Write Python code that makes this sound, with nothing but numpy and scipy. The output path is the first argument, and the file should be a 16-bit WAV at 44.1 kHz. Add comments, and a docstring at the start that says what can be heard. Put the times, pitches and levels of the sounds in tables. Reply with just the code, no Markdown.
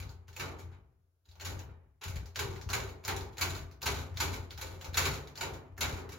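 """Cat on a cardboard scratching board

A cat claws a board tied to a wire mesh panel in a small wood-lined room, heard close by in stereo.
Each paw lands with a tick, then the claws rip through the paper flutes: bursts of random fibre snaps.
The pull of each rip excites the wires, modelled as ringing modes, and the panel rumbles on its frame.
Snags, further taps and bumps join the strokes, over a short reverberation and a faint steady hiss and hum."""
import sys
import numpy as np
from scipy import signal
from scipy.fft import rfft, irfft, next_fast_len
from scipy.io import wavfile
from scipy.ndimage import uniform_filter1d

SR = 44100
rng = np.random.default_rng(int(sys.argv[2]) if len(sys.argv) > 2 else 0)


def materialize(psi):
    """Save the field psi as 16-bit PCM at rate SR to the path in sys.argv[1].

    A 1-D psi becomes a single channel; in a 2-D psi each row is a channel.
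    """
    bounded = np.clip(np.atleast_2d(psi).T, -1, 1)
    quanta = np.round(bounded * 32767).astype(np.int16)
    wavfile.write(sys.argv[1], SR, quanta)


N = 272538
TIME = np.arange(N) / SR


def undb(db):
    """Decibels to gain."""
    return 10 ** (np.asarray(db) / 20)


def unit(x):
    """Scale to an energy of one in each channel."""
    return x / np.sqrt(np.sum(x ** 2, axis=-1, keepdims=True) + 1e-18)


def on_log(hz, table, axis=1):
    """Read a column of a table on a log-frequency axis."""
    table = np.array(table)
    return np.interp(np.log(np.maximum(hz, 1)), np.log(table[:, 0]), table[:, axis])


def convolve(x, response):
    """Pass a sound through a mono or stereo response."""
    return signal.fftconvolve(np.atleast_2d(x), np.atleast_2d(response), axes=-1)[:, :N]


def colour(gain_at, size=1024):
    """Causal (minimum-phase) response of unit energy whose relative dB at each frequency is gain_at(Hz)."""
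    cepstrum = irfft(np.log(undb(gain_at(np.fft.rfftfreq(size, 1 / SR)))))
    # fold the cepstrum forward so that nothing sounds before its cause
    cepstrum[1:size // 2] *= 2
    cepstrum[size // 2 + 1:] = 0
    return unit(irfft(np.exp(rfft(cepstrum))))


def add(track, s, sound):
    """Mix a sound into a track at time s."""
    start = max(int(s * SR), 0)
    track[..., start:start + sound.shape[-1]] += sound[..., :N - start]


def crackle(size, per_s, scatter_db):
    """Fibres snapping at random moments with uneven strength; rms 1."""
    snaps = rng.random(size) < per_s / SR
    signs = rng.choice([-1, 1], size)
    strength = undb(scatter_db * np.clip(rng.standard_normal(size), -2, 2)) * signs
    return unit(snaps * strength) * np.sqrt(size)


def flutes(size, per_s, depth_db):
    """Gain of a claw that grips and slips unevenly over the ridges of the board."""
    step = int(SR / per_s)
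    grip = np.clip(rng.standard_normal(size // step + 2), -1.5, 1.5)
    return undb(depth_db * np.interp(np.arange(size) / step, np.arange(len(grip)), grip))


def nearby(sound, wall_db):
    """A close sound arrives straight, then off the panels around it, in a new pattern for each place."""
    t = TIME[:SR // 28]
    scatter = rng.standard_normal((2, len(t)))
    arrivals = unit(scatter * np.sqrt(t) * np.exp(-t / 0.0047)) * undb(wall_db)
    arrivals[:, 0] += 1  # the straight path
    return convolve(sound, unit(arrivals))


# Torn cardboard up close. Each row: frequency in Hz, relative level in dB.
PAPER_TONE = [(150, -15), (400, -8), (700, -7.5), (950, 0), (1500, 0), (1850, -2.5), (2350, 1), (3100, -3),
              (4200, -4), (4900, -5), (7000, -6), (9500, -16.5), (11000, -11.5), (16000, -18.5)]
# The hard crack of a claw letting go. Each row: frequency in Hz, relative level in dB.
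CRACK_TONE = [(300, -22), (1500, -3), (4000, -2), (7000, -4.5), (10000, 3), (16000, -1.5)]


def rip(db, treble_db, tear_s, drag_db):
    """A rip is a crack, a tear and a weaker drag; returns its sound and the force on the board."""
    t = TIME[:SR // 2]
    # the tear swells in within a millisecond, then fades away at once
    tear = crackle(len(t), per_s=3200, scatter_db=4.5) * flutes(len(t), per_s=300, depth_db=2.0)
    tear_shape = np.exp(-(t / tear_s) ** 0.97) * (1 - np.exp(-t / 0.0008))
    tear = unit(tear * tear_shape) * np.sqrt(tear_s * SR / 2)
    drag = crackle(len(t), per_s=260, scatter_db=3.5) * flutes(len(t), per_s=70, depth_db=2.5)
    force = tear + drag * undb(drag_db) * np.exp(-(t / 0.14) ** 2)
    paper = colour(lambda hz: on_log(hz, PAPER_TONE) + treble_db * hz ** 2 / (hz ** 2 + 3500 ** 2))
    # the harder the pull, the more of it goes into the first bright crack
    crack = crackle(len(t), per_s=6300, scatter_db=8.5) * np.exp(-t / 0.0015) * undb(0.4 * db + 11)
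    hard = colour(lambda hz: on_log(hz, CRACK_TONE))
    return undb(db + treble_db / 2) * (convolve(force, paper) + convolve(crack, hard)), force


# Full strokes of a paw, levels relative within each part. Each row: start of the rip in seconds,
# rip level in dB, treble tilt in dB, tear decay in seconds, drag after it in dB, first touch in dB,
# catch in dB, pitch of the catch in Hz, shake of the panel in dB.
PAW_STROKES = [(0.396, -35.5, -4.5, 0.015, -19.5, -52.5, -28, 2500, -46),
               (1.447, -47, 7.5, 0.038, -21.5, -37, -30, 4000, -41.5),
               (2.390, -36, 2.5, 0.018, -18.5, -48, -24, 2380, -41),
               (2.731, -32.5, 1.5, 0.018, -19.5, -29, -24, 4200, -42.5),
               (3.079, -31, -5, 0.017, -24.5, -37, -25.5, 5900, -41),
               (3.411, -31.5, 4, 0.016, -16.5, -35.5, -25, 4430, -39.5),
               (3.858, -31, 1.5, 0.016, -17, -27, -23.5, 5100, -39),
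               (4.201, -32, 3, 0.018, -15.5, -44, -25, 3550, -38),
               (4.612, -43.5, 6, 0.014, -15, -67, -29.5, 4500, -47),
               (4.971, -28, 3, 0.018, -13.5, -37, -23, 4130, -37.5),
               (5.408, -38.5, 1, 0.03, -24, -54, -30, 4370, -46.5),
               (5.808, -31.5, 0, 0.019, -17, -54, -30.5, 2310, -40)]
# A single claw snagging on loose paper. Each row: start in seconds, relative level in dB,
# treble tilt in dB, tear decay in seconds, pull on the wires in dB relative to the snag level.
PAPER_SNAGS = [(0.001, -48, 4.5, 0.0034, 5.5), (0.586, -59, 6, 0.021, -3), (0.715, -56.5, -18, 0.029, -9),
               (1.690, -57.5, -24, 0.027, -6), (2.012, -45.5, -9, 0.043, -13), (2.035, -47, 8, 0.012, -6),
               (2.080, -53.5, 10.5, 0.021, 4.5), (2.156, -48.5, 2.5, 0.011, -6),
               (3.163, -46.5, 8.5, 0.011, -20), (4.843, -53.5, 1.5, 0.019, 8.5),
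               (5.052, -32.5, 0.5, 0.016, -5), (5.535, -56, 3.5, 0.019, -8), (5.965, -54, 0, 0.029, 9.5),
               (6.119, -52, 5, 0.015, 4.5)]
FIRM_DB = -32  # table level of a firm stroke
CATCH_LEAD_S, TOUCH_LEAD_S = 0.0292, 0.011  # catch before a firm rip, first touch before the catch


def tearing():
    """Strokes and snags tear the paper; returns the near sound, the room's share and the pull on the wires."""
    snag_drag_db = -26
    firm_pull_db, pull_follows = -34.5, 0.49  # pull in a firm stroke, and its dB per dB of the stroke
    near, far, pull = np.zeros((2, N)), np.zeros((1, N)), np.zeros(N)
    rips = []
    for s, db, treble_db, tear_s, drag_db, *_ in PAW_STROKES:
        pull_db = firm_pull_db + pull_follows * (db - FIRM_DB)
        rips.append((s, db, treble_db, tear_s, drag_db, pull_db))
    for s, db, treble_db, tear_s, ring_db in PAPER_SNAGS:
        rips.append((s, db, treble_db, tear_s, snag_drag_db, db + ring_db))
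    for s, db, treble_db, tear_s, drag_db, pull_db in rips:
        sound, force = rip(db, treble_db, tear_s, drag_db)
        add(near, s, nearby(sound, wall_db=1.5))
        add(far, s, sound)
        add(pull, s, undb(pull_db) * force)
    return near, far, pull


# Further claw taps, between and within the strokes. Each row: start in seconds, relative level in dB,
# pitch of the snap in Hz.
CLAW_TAPS = [(0.025, -40, 2000), (0.093, -41.5, 4500), (0.281, -41.5, 2300), (0.330, -43, 2170),
             (1.255, -54.5, 3950), (1.288, -50.5, 3550), (1.314, -48.5, 4300), (1.355, -48.5, 3770),
             (1.592, -35.5, 5900), (2.258, -39.5, 4420), (2.561, -38.5, 2060), (2.614, -36.5, 2160),
             (2.891, -44, 2330), (3.209, -34.5, 4190), (3.33, -48.5, 2220), (3.551, -32.5, 4030),
             (3.713, -45, 2100), (4.142, -46, 2060), (4.362, -35, 2140), (4.507, -33, 3650),
             (4.812, -33, 2300), (4.845, -31.5, 3700), (4.956, -30, 2300), (5.273, -38.5, 3960),
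             (5.356, -34.5, 3680), (6.092, -36.5, 2390)]


def contacts():
    """Every stroke opens with a touch and a catch, and further taps are added. Rows of (s, dB, Hz)."""
    touch_hz = 2400
    hold_s_per_db = 0.00052  # a claw holds longer for each dB that the pull is weaker than a firm one
    rows = []
    for s, db, _, _, _, touch_db, catch_db, catch_hz, _ in PAW_STROKES:
        catch_s = s - CATCH_LEAD_S - hold_s_per_db * (FIRM_DB - db)
        rows += [(catch_s - TOUCH_LEAD_S, touch_db, touch_hz), (catch_s, catch_db, catch_hz)]
    return rows + CLAW_TAPS


# A claw tip on the board up close. Each row: frequency in Hz, relative level in dB.
CLAW_TONE = [(200, -11.5), (800, -1.5), (1600, -1), (2300, -4), (3000, -3), (4000, -2.5), (5000, -1),
             (7000, -6), (9500, -15.5), (16000, -10)]


def claw_ticks():
    """The pad brushes the board, then a claw snaps on a ridge and skids; returns near sound and room share."""
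    skid_s, pitch_lift_db, room_share_db = 0.0029, 7.5, 2.5
    near, far = np.zeros((2, N)), np.zeros((1, N))
    lead = SR // 100  # samples of brushing before the snap
    t = (np.arange(SR // 8) - lead) / SR
    brush = undb(-12) * np.exp(-np.abs(t) / 0.0052)
    snap = undb(8) * np.exp(-np.abs(t) / 0.00038)
    skid = (t >= 0) * (np.exp(-np.abs(t) / skid_s) + snap)
    rasp = colour(lambda hz: on_log(hz, CLAW_TONE))
    for s, db, snap_hz in contacts():
        force = unit(crackle(len(t), per_s=7000, scatter_db=2.5) * (brush + skid))
        force = force * np.sqrt(skid_s * SR / 2) * undb(db - 8.0)

        def pitched(hz):
            octaves = np.log2((hz + 1) / snap_hz)
            return on_log(hz, CLAW_TONE) + pitch_lift_db * np.exp(-(octaves / 0.43) ** 2)

        # the near sound has the pitch of the snap; the room gets only the broad rasp
        add(near, s - lead / SR, nearby(convolve(force, colour(pitched)), wall_db=0.0))
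        add(far, s - lead / SR, undb(room_share_db) * convolve(force, rasp))
    return near, far


# Damped resonances of the board on its mesh. Each row: frequency in Hz, width in Hz, lift in dB.
BOARD_RESONANCES = [(394, 29, 11.5), (883, 68, 6.5), (1416, 55, 5), (1535, 93, 5.5), (2265, 197, 5),
                    (2660, 70, 2.5), (3476, 46, 6), (3930, 200, 6.5), (4375, 95, 6), (6160, 100, 4.5),
                    (6877, 255, 9), (13400, 570, 3)]


def board(sound):
    """The board and the wires behind it give every scrape the same hollow ring."""
    def lift_db(hz):
        return sum(db / (1 + (2 * (hz - f) / width) ** 2) for f, width, db in BOARD_RESONANCES)

    return convolve(sound, colour(lift_db, size=4096))


def diffuse(size, alike_hz):
    """Spectra of stereo noise: alike in the bass, increasingly unrelated above alike_hz."""
    hz = np.fft.rfftfreq(size, 1 / SR)
    alike = 1 / (1 + (hz / alike_hz) ** 2)
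    mid, side = rfft(rng.standard_normal((2, size)))
    return hz, np.sqrt(1 + alike) * mid + np.sqrt(1 - alike) * np.outer([1, -1], side)


def dense_ring(x, table, build_s, alike_hz, count=22):
    """Countless modes store the energy of each band: it builds up, then dies at the band's own rate."""
    hz, spectra = diffuse(2 * next_fast_len(N // 2 + 1, True), alike_hz)
    x = x + 1e-12 * rng.standard_normal(N)  # keeps silent stretches off exact zero
    edges = np.geomspace(110, 17000, count)
    build = np.exp(-1 / (build_s * SR))
    out = 0
    for lo, hi in zip(edges, edges[1:]):
        band = signal.butter(3, [lo, hi], "bandpass", fs=SR, output="sos")
        centre = np.sqrt(lo * hi)
        keep = np.exp(-2 * np.log(1000) / (on_log(centre, table, axis=2) * SR))
        energy = signal.lfilter([1 - keep], [1, -keep], signal.sosfilt(band, x) ** 2)
        energy = signal.lfilter([1 - build], [1, -build], energy)
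        carrier = irfft(spectra * ((hz >= lo) & (hz < hi)))[:, :N]
        out = out + undb(on_log(centre, table)) * np.sqrt(energy * N) * unit(carrier)
    return out


def modes(table, spread):
    """Stereo ring of a few modes; each reaches the two sides with its own phase."""
    t = TIME[:SR]
    out = 0
    for hz, db, t60 in table:
        phase = spread * rng.standard_normal((2, 1))
        decay = np.exp(-np.log(1000) * t / t60)
        out = out + undb(db) * np.sin(2 * np.pi * hz * t + phase) * decay
    return unit(out)


# The many weak modes of the mesh. Each row: frequency in Hz, relative level in dB, 60 dB decay in seconds.
MESH_MODES = [(120, 3, 0.93), (178, -0.5, 0.68), (269, -0.5, 0.64), (454, 6, 0.54), (586, -4.5, 0.47),
              (860, -0.5, 0.58), (1440, -7.5, 0.58), (2390, -16.5, 0.72), (4000, -28.5, 0.34),
              (8000, -55.5, 0.34)]
# The wires that stand out. 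Each row: frequency in Hz, relative level in dB, 60 dB decay in seconds.
WIRE_MODES = [(144, 0.5, 0.94), (263.7, -2.5, 0.95), (352.6, -2, .65), (384.4, -2.5, 0.9), (394, 0.5, 0.93),
              (527, 2.5, 0.69), (663, -6, 1), (935, -8.5, 0.69), (960, -5.5, 0.32), (1137, -13.5, 0.26),
              (1267, -0.5, 0.61), (1425, -5.5, .5), (1500, -7, 0.28), (2130, -10.5, 0.49),
              (2320, -3.5, 0.31), (2980, -19, 0.21), (3830, -3, .25)]


def wires(pull):
    """The jolt spreads through the welded mesh, which rings on after the paper is quiet."""
    mesh = dense_ring(pull, MESH_MODES, build_s=0.039, alike_hz=550)
    singing = convolve(pull, modes(WIRE_MODES, spread=0.79))
    return undb(13.5) * mesh + undb(-1.0) * singing


def shake(s, db, hold_s):
    """Size of the panel's swing after one push: it rises, holds, settles quickly and sways on."""
    rise = np.clip((TIME - s) / (0.35 * hold_s), 0, 1)  # part of the hold is spent swinging up
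    free_s = np.maximum(TIME - s - hold_s, 0)
    settle = undb(-95 * free_s)  # dB per second
    sway = undb(-12 - 43.5 * free_s)  # weaker, but outlasts the shake
    return undb(db) * rise * np.maximum(settle, sway)


# Bending modes of the whole panel. Each row: frequency in Hz, relative level in dB, 60 dB decay in seconds.
PANEL_MODES = [(57.7, -18, 0.035), (69.55, -2, 0.55), (88.06, 6, 0.42), (114.3, -10, 0.46)]
# The cat shifts its weight and the panel bumps its frame. Each row: start in seconds, relative level in dB.
FRAME_BUMPS = [(-0.02, -40.5), (0.14, -51), (0.27, -52), (0.62, -43.5), (1.27, -56.5), (1.35, -54.5),
               (1.67, -49.5), (2.05, -39), (2.13, -38), (2.65, -39), (3.60, -46), (4.10, -41), (4.36, -44),
               (4.52, -46.5), (4.72, -48.5), (4.87, -42), (5.69, -50), (6.05, -49)]


def shudder():
    """The loose panel knocks on its frame, and its bending modes rumble as hard as the cat shakes it."""
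    knocks_per_s, smooth_s = 90, 0.045  # the rumble's level is evened out over smooth_s seconds
    stroke_hold_s, bump_hold_s = 0.17, 0.04
    knocks = crackle(N, per_s=knocks_per_s, scatter_db=3.5)
    knocks[0] = np.sqrt(SR / knocks_per_s)  # the panel is in motion from the start
    rumble = convolve(knocks, modes(PANEL_MODES, spread=0.17))
    level = uniform_filter1d(np.abs(signal.hilbert(rumble[0])), int(smooth_s * SR))
    # a stroke pulls on the panel from about its first touch
    pushes = [(s - CATCH_LEAD_S - TOUCH_LEAD_S, shake_db, stroke_hold_s) for s, *_, shake_db in PAW_STROKES]
    pushes += [(s, db, bump_hold_s) for s, db in FRAME_BUMPS]
    size = np.sqrt(sum(shake(*push) ** 2 for push in pushes))
    side_gain = undb(np.array([[4.2], [.9]]))  # left, right
    rumble = rumble / (level + 1e-6) * size * side_gain
    # low cut: the rumble fades out below about 46 Hz
    return signal.sosfilt(signal.butter(5, 46, "highpass", fs=SR, output="sos"), rumble)


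# Reverberation of the small room. Each row: frequency in Hz, relative level in dB, 60 dB decay in seconds.
ROOM_DECAY = [(100, 11, 0.15), (960, 4, 0.23), (4230, -0.5, 0.27), (8000, 0, 0.18), (16000, 0, 0.24)]


def reverberation(far):
    """The room stores the energy of each band and gives it back as a short diffuse tail."""
    return dense_ring(far[0], ROOM_DECAY, build_s=0.0045, alike_hz=582)


# Faint steady background hiss with a low hum of noise. Each row: frequency in Hz, relative level in dB.
HISS_TONE = [(15, -56.5), (25, -11), (82, -4.5), (217, -29), (317, -18), (476, -20), (818, -26),
             (1610, -27.5), (1740, -35), (16000, -36)]


def background_hiss():
    """Faint steady hiss with a low hum of noise: shaped stereo noise, alike on both sides in the bass."""
    hz, noise = diffuse(N, alike_hz=400)
    return unit(irfft(noise * undb(on_log(hz, HISS_TONE)), N)) * np.sqrt(N) * undb(-83)


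def scene():
    """Paper and claws close by, their reverberation, the ringing and shaking panel, the background hiss."""
    paper, paper_far, pull = tearing()
    claws, claws_far = claw_ticks()
    tail = reverberation(undb(1.0) * paper_far + claws_far)
    scrapes = board(undb(2.5) * paper + claws + tail)
    return scrapes + wires(pull) + shudder() + background_hiss()


def record(dry):
    """The sound has a dip in the treble near 8.4 kHz, the left is brighter, and the very top is cut."""
    top_hz = 15800
    hz = np.fft.rfftfreq(N, 1 / SR)
    dip_db = -19 * np.exp(-((hz - 8400) / 560) ** 2)
    lean_db = np.outer([1, -1], np.interp(hz, [5500, 12000], [0, 2.2]))
    heard = irfft(rfft(dry) * undb(dip_db + lean_db), N)
    return signal.sosfilt(signal.ellip(8, .2, 70, top_hz, fs=SR, output="sos"), heard)


dry = scene()
out = record(dry)
materialize(out)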